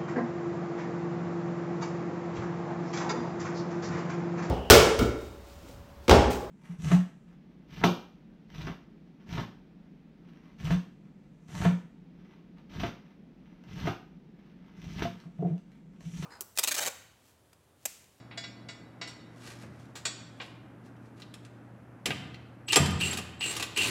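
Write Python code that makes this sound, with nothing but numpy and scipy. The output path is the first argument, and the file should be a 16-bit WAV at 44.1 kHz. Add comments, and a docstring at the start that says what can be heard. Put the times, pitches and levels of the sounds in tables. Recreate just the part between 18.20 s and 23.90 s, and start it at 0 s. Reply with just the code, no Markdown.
"""A workshop, one microphone close to a car's front wheel well, fan air and mains hum behind.
First a wrench clinks on the suspension; a sleeve brushes past and the wrench is put down, ringing.
From about 3 s a cordless impact driver is lifted and seated on a nut. From 4.5 s it is triggered four
times: its speed control whistles, its gears rattle and buzz, the hammer clacks. On the first pull the
joint lets go with a bang that booms through the chassis under the three pulls that follow."""
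import sys
import numpy as np
from scipy import signal
from scipy.io import wavfile

SR = 44100
rng = np.random.default_rng(int(sys.argv[2]) if len(sys.argv) > 2 else 0)


def pcm_store(signal):
    """Save signal as 16-bit PCM."""
    levels = np.round(np.clip(np.atleast_2d(signal), -1, 1) * 32767)
    wavfile.write(sys.argv[1], SR, levels.astype(np.int16).T)


N = 251370
TIME = np.arange(N) / SR
AGE = TIME[:SR]  # the second after a strike

# fan air in the room: frequency_hz, level_db
AIR_SPECTRUM = [(25, -37.5), (45, -12.5), (80, -4.5), (170, 2), (300, 2), (400, -8), (600, -8), (1000, -14),
                (1500, -14.5), (2500, -25), (4000, -37.5), (7000, -40.5), (12000, -42.5), (15800, -55)]
# decay of the room: frequency_hz, t60_s
ROOM_DECAY = [(100, 1), (400, 0.98), (1500, 1), (3000, 0.8), (6000, 0.62), (10000, 0.46), (15000, 0.41)]
# shirt and arm brushing past the wheel well: peak_s, level_db, swell_s
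CLOTH_STROKES = [(1.283, -50.5, 0.047), (1.425, -59, 0.014), (1.61, -65.5, 0.053), (2.25, -60, .035),
                 (2.665, -64.5, 0.015), (2.859, -70, 0.023), (3.0, -60.5, 0.017), (3.055, -76, 0.019)]
# rubbing cloth: frequency_hz, level_db
CLOTH_SPECTRUM = [(150, 0), (400, -0.5), (1200, 1.5), (2300, -1), (5000, -3.5), (8000, -9), (11500, -15),
                  (15800, -30)]
# jolts of the chassis: start_s, level_db
CHASSIS_JOLTS = [(1.425, -48), (3.868, -37), (4.564, -23.5)]
# modes of the chassis: pitch_hz, level_db, t60_s
CHASSIS_MODES = [(85, -8, 1.7), (145, 0, .65), (181, -4, 1.0), (220, -6, .9), (292, -6, .35),
                 (376, -3, .35), (472, -2, .3), (674, -2, .3), (1240, -14, 1.0)]
# the panels' short thud, long boom and drone under the running tool: frequency_hz, level_db
THUD_SPECTRUM = [(60, -4.5), (150, 4), (300, 15), (700, 0.5), (1200, -4), (2500, -2), (6000, -56)]
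BOOM_SPECTRUM = [(30, -82), (60, -1), (130, 3), (220, -4), (400, -24.5), (1000, -21), (2000, -18),
                 (5000, -87)]
DRONE_SPECTRUM = [(40, -11), (80, 3.5), (160, 1.5), (320, -4), (500, -7.5), (1200, -8.5), (2500, -15.5),
                  (6000, -39)]
# wrench on the suspension: start_s, level_db, clash_offset_db, edge_hz, strike_point (0 jaw, 1 handle)
WRENCH_CLINKS = [(-0.14, -37.5, 14, 11000, 0.52), (0.109, -55, 7.5, 3600, 0.68),
                 (0.173, -39.5, -8, 9900, 0.023), (0.236, -45.5, -2, 6100, 0.96),
                 (0.485, -45.5, -3, 8900, 0.57), (0.812, -41, 0, 6850, 0.83), (0.872, -50, 4, 11000, 1)]
# modes of the held wrench, struck at either end: pitch_hz, jaw_db, handle_db
HELD_MODES = [(678, -4, -9), (1010, -20, -12), (1150, -22, -16), (1427, -10, -11), (1604, -7, -17),
              (1798, -8, -16), (2008, -6, -3), (2207, -6, -6), (2266, -12, -7), (2433, -11, -20),
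              (2676, -19, -13), (2880, -7, -6), (3397, 0, -17), (3650, -10, -9), (3898, -7, -3),
              (4161, -4, -26), (4447, -11, -3), (4710, -10, -15), (4759, 0, -16), (5006, -16, -21),
              (5303, -19, -8), (5346, -9, -15), (5599, -18, -4), (5965, -15, -28), (6519, -25, -21),
              (6928, -7, -20), (7262, -19, -20), (7569, -9, -21), (7822, -28, -16), (8290, -25, -22)]
# the wrench pulled off and put down: start_s, level_db, ring_offset_db, edge_hz
WRENCH_DROPS = [(1.753, -41, -38, 14100), (1.77, -48, -31, 12000), (1.851, -30.5, -3.5, 9300),
                (2.199, -36.5, -19, 3580), (2.211, -46.5, -11, 5640)]
# modes of the loose wrench: pitch_hz, level_db
LOOSE_MODES = [(1857, -65), (2439, -64), (2692, -65), (3214, -65), (3391, -58), (3677, -61), (3930, -67),
               (4129, -66), (4183, -67), (4479, -57), (4764, -61), (5044, -68), (5378, -60), (5674, -62),
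               (5975, -65), (6621, -64), (6939, -54), (7187, -62), (7402, -67), (7564, -55), (7849, -59),
               (7951, -63), (8301, -61), (8473, -62), (14440, -60)]
# clash of steel on steel: frequency_hz, level_db
STEEL_SPECTRUM = [(150, -20), (400, -2), (1200, -1), (2200, 0), (4500, -0.5), (6200, -8), (7600, 0.5),
                  (9000, -14.5), (15000, -16)]
# ring of steel before contact damping: frequency_hz, t60_s
STEEL_DECAY = [(700, .25), (2000, .52), (4500, .52), (7000, .55), (8500, .3), (14500, .15)]
# knocks of driver, socket and hammer: start_s, level_db, tilt_db_per_octave, edge_hz
DRIVER_KNOCKS = [(2.765, -57, -2, 1770), (3.019, -43, 9, 4400), (3.139, -44, 0, 14000),
                 (3.249, -50, 0.5, 10100), (3.857, -22.5, -1, 16000), (3.905, -26.5, 1.5, 3600),
                 (4.143, -45, 1, 5460), (4.484, -34, 3.5, 7000), (4.522, -26, 2, 16000),
                 (4.529, -17, 1, 8850), (4.558, -13.5, 0.5, 16000), (4.566, -19, -5.5, 10000),
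                 (4.659, -30.5, 0, 14000), (4.707, -39.5, 2.5, 14000), (4.809, -35, 4, 16000),
                 (4.93, -28.5, 0, 14000), (4.972, -29, 1.5, 15700), (4.985, -33, -2, 13960),
                 (5.208, -32, 2.5, 5000), (5.365, -30, 1.5, 13900), (5.397, -30.5, -1.5, 14000),
                 (5.425, -26, -0.5, 16000), (5.573, -25, 1, 15900)]
# clack of one knock: frequency_hz, level_db
KNOCK_SPECTRUM = [(120, -21), (250, -10), (600, -4.5), (1400, -10), (2600, -4.5), (3200, -3.5),
                  (3700, -6.5), (5300, -8), (6000, -13), (7600, -8), (8300, -12.5), (11000, -15),
                  (15800, -30)]
# resonances of the driver's housing and the joint under it: pitch_hz, width_hz, level_db
HOUSING_MODES = [(1211, 13.3, -0.5), (1790, 76, -5), (2020, 130, -2.5), (2637, 76, 1), (3102, 78, 4),
                 (3740, 110, -8.5), (5550, 160, -9.5)]
# pings of the socket: start_s, level_db
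SOCKET_PINGS = [(4.563, -15), (4.909, -28)]
# trigger pulls: start_s, held_s, run_down_s, top_commutation_hz, rattle_db, buzz_db, whistle_db, load (0-1)
TRIGGER_PULLS = [(4.467, 0.084, .03, 299.7, -39.5, -32.5, -40, 0),
                 (4.787, 0.1, .09, 489.6, -34, -29.5, -37.5, 0.16),
                 (5.191, .127, .17, 349.3, -37, -33, -38, 0.07),
                 (5.548, 0.11, .12, 661, -31, -30, -40.5, 1)]
# loose gear teeth: frequency_hz, level_db
RATTLE_SPECTRUM = [(59, -39), (100, -10), (224, -26), (295, -3.5), (511, -20.5), (1140, -18), (1380, -20.5),
                   (2200, -11.5), (2670, -14.5), (3440, -15), (4340, -11), (5250, -21.5), (6920, -18.5),
                   (7690, -18.5), (15800, -35)]

AIR_DB, HUM_HZ, HUM_DB = -52.5, 118.7, -55
FIRM_DB, FIRM_T60_S, DOUBLING_DB = -30, 0.056, 53  # a firm knock; this much harder lasts twice as long
RING_DB, RING_PER_DB = -12.5, 0.0324  # housing ring under a firm knock; its share grows with force
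SPIN_UP_S, TAKE_UP_S, RELEASE_S = 0.048, 0.0125, 0.0046  # speed gathers, gears bite, current dies
STALL_WHISTLE, STALL_RATTLE, COAST_RATTLE = 0.26, 0.47, 0.97  # shares when barely turning or unpowered
TORQUE_S, STALL_TORQUE = 0.041, 0.21  # time scale of the torque surge; torque there from the start
GRIND, GRIND_HZ = 0.81, 129  # extra tooth noise as the rotor breaks loose; fades above this rate
MESH_ORDER, MESH_DB = 4, 5  # loaded gears sing at this multiple of the commutation rate
SWITCH_HZ, BUZZ_HZ, BUZZ_Q = 7945, 2793, 7.1  # speed control; the housing's main resonance


def amp(db):
    """Decibels to gain."""
    return 10 ** (np.asarray(db) / 20)


def unit(x):
    """Scales to rms 1."""
    return x / np.sqrt(np.mean(x ** 2) + 1e-20)


def read(points, hz):
    """A table's value at any frequency."""
    f, value = np.transpose(points)
    return np.interp(np.log(hz + 1), np.log(f + 1), value)


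def add(mix, start_s, sound):
    """Mixes a sound in at a time; one that began before zero is already dying away."""
    start = round(start_s * SR)
    sound = sound[max(-start, 0):]
    part = mix[max(start, 0):][:len(sound)]
    part += sound[:len(part)]


def colour(x, spectrum, tilt=0, edge_hz=1e6, size=4096):
    """Minimum-phase filter of unit energy: a spectrum, a tilt and a steep upper edge."""
    hz = abs(np.fft.fftfreq(size, 1 / SR))
    db = read(spectrum, hz) + tilt * np.log2(np.maximum(hz, 500) / 3000)
    db -= 10 * np.log10(1 + (hz / edge_hz) ** 12)
    log_gain = np.log(amp(np.maximum(db - db.max(), -100)))
    taps = np.fft.ifft(np.exp(np.conj(signal.hilbert(log_gain)))).real[:size // 2]
    return signal.fftconvolve(x, taps / np.linalg.norm(taps))[:len(x)]


def rise(seconds):
    """Vibration takes a moment to spread through a part."""
    return 1 - np.exp(-(AGE / max(seconds, 1e-4)) ** 2)


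def fade(t60):
    """A second of exponential decay."""
    return np.exp(-np.log(1000) * AGE / max(t60, 1e-3))


def burst(t60):
    """The dense, quickly dying modes of a struck assembly."""
    return rng.standard_normal(SR) * fade(t60)


def ring(modes):
    """Separate decaying modes, starting at rms 1."""
    hz, db, t60 = np.transpose(list(modes))
    tones = sum(amp(d) * fade(t) * np.sin(2 * np.pi * (f * AGE + rng.random()))
                for f, d, t in zip(hz, db, t60))
    return tones / np.sqrt(np.sum(amp(db) ** 2) / 2)


def wander(hz):
    """Random drift of rms 1."""
    return unit(np.interp(TIME * hz, np.arange(SR), rng.standard_normal(SR)))


def room_tone():
    """Behind the work: fan air and a slightly wavering mains hum."""
    air = colour(rng.standard_normal(N), AIR_SPECTRUM, size=16384)
    hum = amp(1.5 * wander(5)) * unit(np.sin(2 * np.pi * HUM_HZ * TIME + 0.5 * wander(4)))
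    return amp(AIR_DB) * air + amp(HUM_DB) * hum


def reflections(x, near_db, tail_db):
    """The microphone gets the direct sound, quick echoes off the wheel well, then the room's tail."""
    near = rng.standard_normal(SR) * (rng.random(SR) < 2500 / SR) * fade(0.078) * (AGE > 0.0015)
    hz, t, bands = signal.stft(rng.standard_normal(SR), SR, nperseg=256)
    bands *= np.exp(-np.log(1000) * t / read(ROOM_DECAY, hz)[:, None])
    tail = signal.istft(bands, SR, nperseg=256)[1][:SR]
    tail *= 1 - np.exp(-AGE / 0.0096)
    echo = amp(near_db) * near / np.linalg.norm(near) + amp(tail_db) * tail / np.linalg.norm(tail)
    return x + signal.fftconvolve(x, echo)[:N]


def cloth_rustle():
    """Cloth rubs in many tiny uneven slips; each stroke swells and dies away."""
    slips = rng.standard_normal(N) * amp(3.0 * wander(400))
    strokes = sum(amp(db) / np.cosh(np.minimum(abs(TIME - peak_s) / swell_s, 20))
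                  for peak_s, db, swell_s in CLOTH_STROKES)
    return unit(colour(slips, CLOTH_SPECTRUM)) * strokes


def chassis_jolts():
    """A jolt thuds in the panels; the heavy low modes take a moment to swell."""
    out = np.zeros(N)
    for start_s, db in CHASSIS_JOLTS:
        thud = amp(db + 7) * colour(burst(0.14) * rise(0.0072), THUD_SPECTRUM)
        modes = amp(db - 2.5) * ring(CHASSIS_MODES)
        boom = amp(db - 3) * colour(burst(0.98), BOOM_SPECTRUM)
        add(out, start_s, thud + rise(0.021) * (modes + boom))
    return out


def chassis_drone(shaking):
    """The running tool shakes the chassis, whose panels ring on after it stops."""
    panels = colour(burst(t60=0.82), DRONE_SPECTRUM)
    panels /= np.linalg.norm(panels)
    return amp(-7.5) * signal.fftconvolve(shaking * rng.standard_normal(N), panels)[:N]


def steel_ring(hz, db, edge_hz):
    """A soft blow misses the high modes; contact damps part of the ring at once."""
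    excited_db = db - 10 * np.log10(1 + (hz / edge_hz) ** 8)
    damping = 0.36 + 1.99 * fade(0.16)
    return ring(zip(hz, excited_db, read(STEEL_DECAY, hz))) * damping * rise(0.0037)


def wrench_clinks():
    """Steel on steel, close by: a short clash, then the modes that the strike point favours ring on."""
    clash, tones = np.zeros((2, N))
    hz, jaw_db, handle_db = np.transpose(HELD_MODES)
    for start_s, db, clash_db, edge_hz, point in WRENCH_CLINKS:
        strike = colour(burst(0.19) * rise(0.0019), STEEL_SPECTRUM, edge_hz=edge_hz)
        add(clash, start_s, amp(db + clash_db) * strike)
        add(tones, start_s, amp(db) * steel_ring(hz, jaw_db + point * (handle_db - jaw_db), edge_hz))
    return np.array([clash, tones])


def wrench_drops():
    """The loose wrench clatters against the frame and rings."""
    clash, tones = np.zeros((2, N))
    for start_s, db, ring_db, edge_hz in WRENCH_DROPS:
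        strike = colour(burst(0.14) * rise(0.0021), STEEL_SPECTRUM, edge_hz=edge_hz)
        add(clash, start_s, amp(db) * strike)
        add(tones, start_s, amp(db + ring_db) * steel_ring(*np.transpose(LOOSE_MODES), edge_hz))
    return np.array([clash, tones])


def driver_knocks():
    """Hammer and socket clack, longer when struck harder; the housing hums briefly, the socket pings."""
    clash, shaking, tones = np.zeros((3, N))
    for start_s, db, tilt, edge_hz in DRIVER_KNOCKS:
        force_db = db - FIRM_DB
        t60 = FIRM_T60_S * 2 ** (force_db / DOUBLING_DB)
        add(clash, start_s, amp(db) * colour(burst(t60) * rise(0.00072), KNOCK_SPECTRUM, tilt, edge_hz))
        shudder = burst(0.037) + 0.032 * burst(0.37)
        add(shaking, start_s, amp(db + RING_DB + RING_PER_DB * force_db) * shudder)
    for hz, width_hz, db in HOUSING_MODES:
        resonance = signal.lfilter(*signal.iirpeak(hz, hz / width_hz, fs=SR), shaking)
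        clash += amp(db) * np.sqrt(SR / (np.pi * width_hz)) * resonance
    for start_s, db in SOCKET_PINGS:
        add(tones, start_s, amp(db) * ring([(7520, 0.5, 0.064), (8060, -10.5, 0.096)]) * rise(0.0015))
    return np.array([clash, tones])


def trigger_pull(start_s, held_s, run_down_s, top_hz, rattle_db, buzz_db, whistle_db, load):
    """One squeeze: rattle and whistle grow with speed, the buzz with torque; then the motor runs down."""
    age = np.maximum(TIME - start_s, 0)
    released = np.maximum(age - held_s, 0)
    coast = np.clip(1 - released / run_down_s, 0, 1)
    speed = (1 - np.exp(-(age / SPIN_UP_S) ** 2)) * coast
    power = np.minimum(age / 0.0075, 1) * np.exp(-released / RELEASE_S)
    meshed = np.clip((age - TAKE_UP_S) / 0.0026, 0, 1)
    surge = age / TORQUE_S
    torque = power * (STALL_TORQUE + surge) * np.exp(-surge ** 2 / 2)
    loaded = power * load * speed ** 2
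    rattle = meshed * (STALL_RATTLE * coast + (1 - STALL_RATTLE) * speed)
    rattle *= COAST_RATTLE + (1 - COAST_RATTLE) * power
    whistle = power * (STALL_WHISTLE + (1 - STALL_WHISTLE) * speed)
    return np.array([top_hz * speed, amp(rattle_db) * rattle, amp(buzz_db) * meshed * (torque + loaded),
                     amp(buzz_db) * loaded, amp(whistle_db) * whistle])


def control_whistle(cycles):
    """The speed control's switched current is chopped again at each commutation, making sidebands."""
    return unit(sum(amp(db) * np.cos(2 * np.pi * (SWITCH_HZ * TIME + k * cycles + k * k / 8))
                    for k, db in [(-2, -14), (-1, 0), (0, -8), (1, -6), (2, -10)]))


def gear_rattle(cycles):
    """Loose teeth strike at random, harder at one point of each shaft turn (six commutations)."""
    teeth = rng.standard_normal(N) * amp(np.minimum(rng.exponential(1, N), 4))
    teeth *= rng.random(N) < 5000 / SR
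    teeth *= amp(2.0 * np.cos(2 * np.pi * cycles / 6) + 1.9 * wander(250))
    return unit(colour(unit(teeth), RATTLE_SPECTRUM))


def housing_resonance(x):
    """The housing passes only what lies near its main resonance."""
    peak = signal.iirpeak(BUZZ_HZ, BUZZ_Q, fs=SR)
    return signal.lfilter(*peak, signal.lfilter(*peak, x))


def housing_buzz(cycles, rate_hz, gain):
    """Torque ripple and tooth noise sing in the housing."""
    ripple = sum(np.cos(2 * np.pi * (k * cycles + rng.random())) for k in range(1, 24)) / np.sqrt(12)
    grind = (0.78 + GRIND * np.exp(-(rate_hz / GRIND_HZ) ** 2)) * rng.standard_normal(N)
    buzz = housing_resonance(ripple + grind)
    return gain * buzz / np.sqrt(np.average(buzz ** 2, weights=gain ** 2))


def impact_driver():
    """The running tool, close up: motor commutation paces its whistle, rattle, buzz and gear tone."""
    controls = sum(trigger_pull(*row) for row in TRIGGER_PULLS)
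    rate_hz, rattle_gain, buzz_gain, mesh_gain, whistle_gain = controls
    cycles = np.cumsum(rate_hz * (1 + 0.00815 * wander(200))) / SR
    whistle = whistle_gain * control_whistle(cycles)
    rattle = rattle_gain * gear_rattle(cycles)
    buzz = housing_buzz(cycles, rate_hz, buzz_gain)
    mesh = amp(MESH_DB) * housing_resonance(mesh_gain * np.sin(2 * np.pi * MESH_ORDER * cycles))
    return np.array([rattle + buzz, mesh + whistle + chassis_drone(rattle_gain)])


def scene():
    """What reaches the microphone at the wheel well; the clatter carries more echo than the ringing."""
    noises, tones = wrench_clinks() + wrench_drops() + driver_knocks() + impact_driver()
    clatter = reflections(noises + cloth_rustle(), near_db=-5, tail_db=-9)
    ringing = reflections(tones + chassis_jolts(), near_db=-13, tail_db=-11)
    return (clatter + ringing + room_tone())[None]


def record(dry):
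    """The mono microphone drops the deep bass and the very top of the treble."""
    thin = signal.sosfilt(signal.butter(4, 52, "highpass", fs=SR, output="sos"), dry)
    lowpass = signal.firwin(511, 15950, window=("kaiser", 9), fs=SR)
    return signal.oaconvolve(thin, lowpass[None], "same")


dry = scene()
out = record(dry)
pcm_store(out)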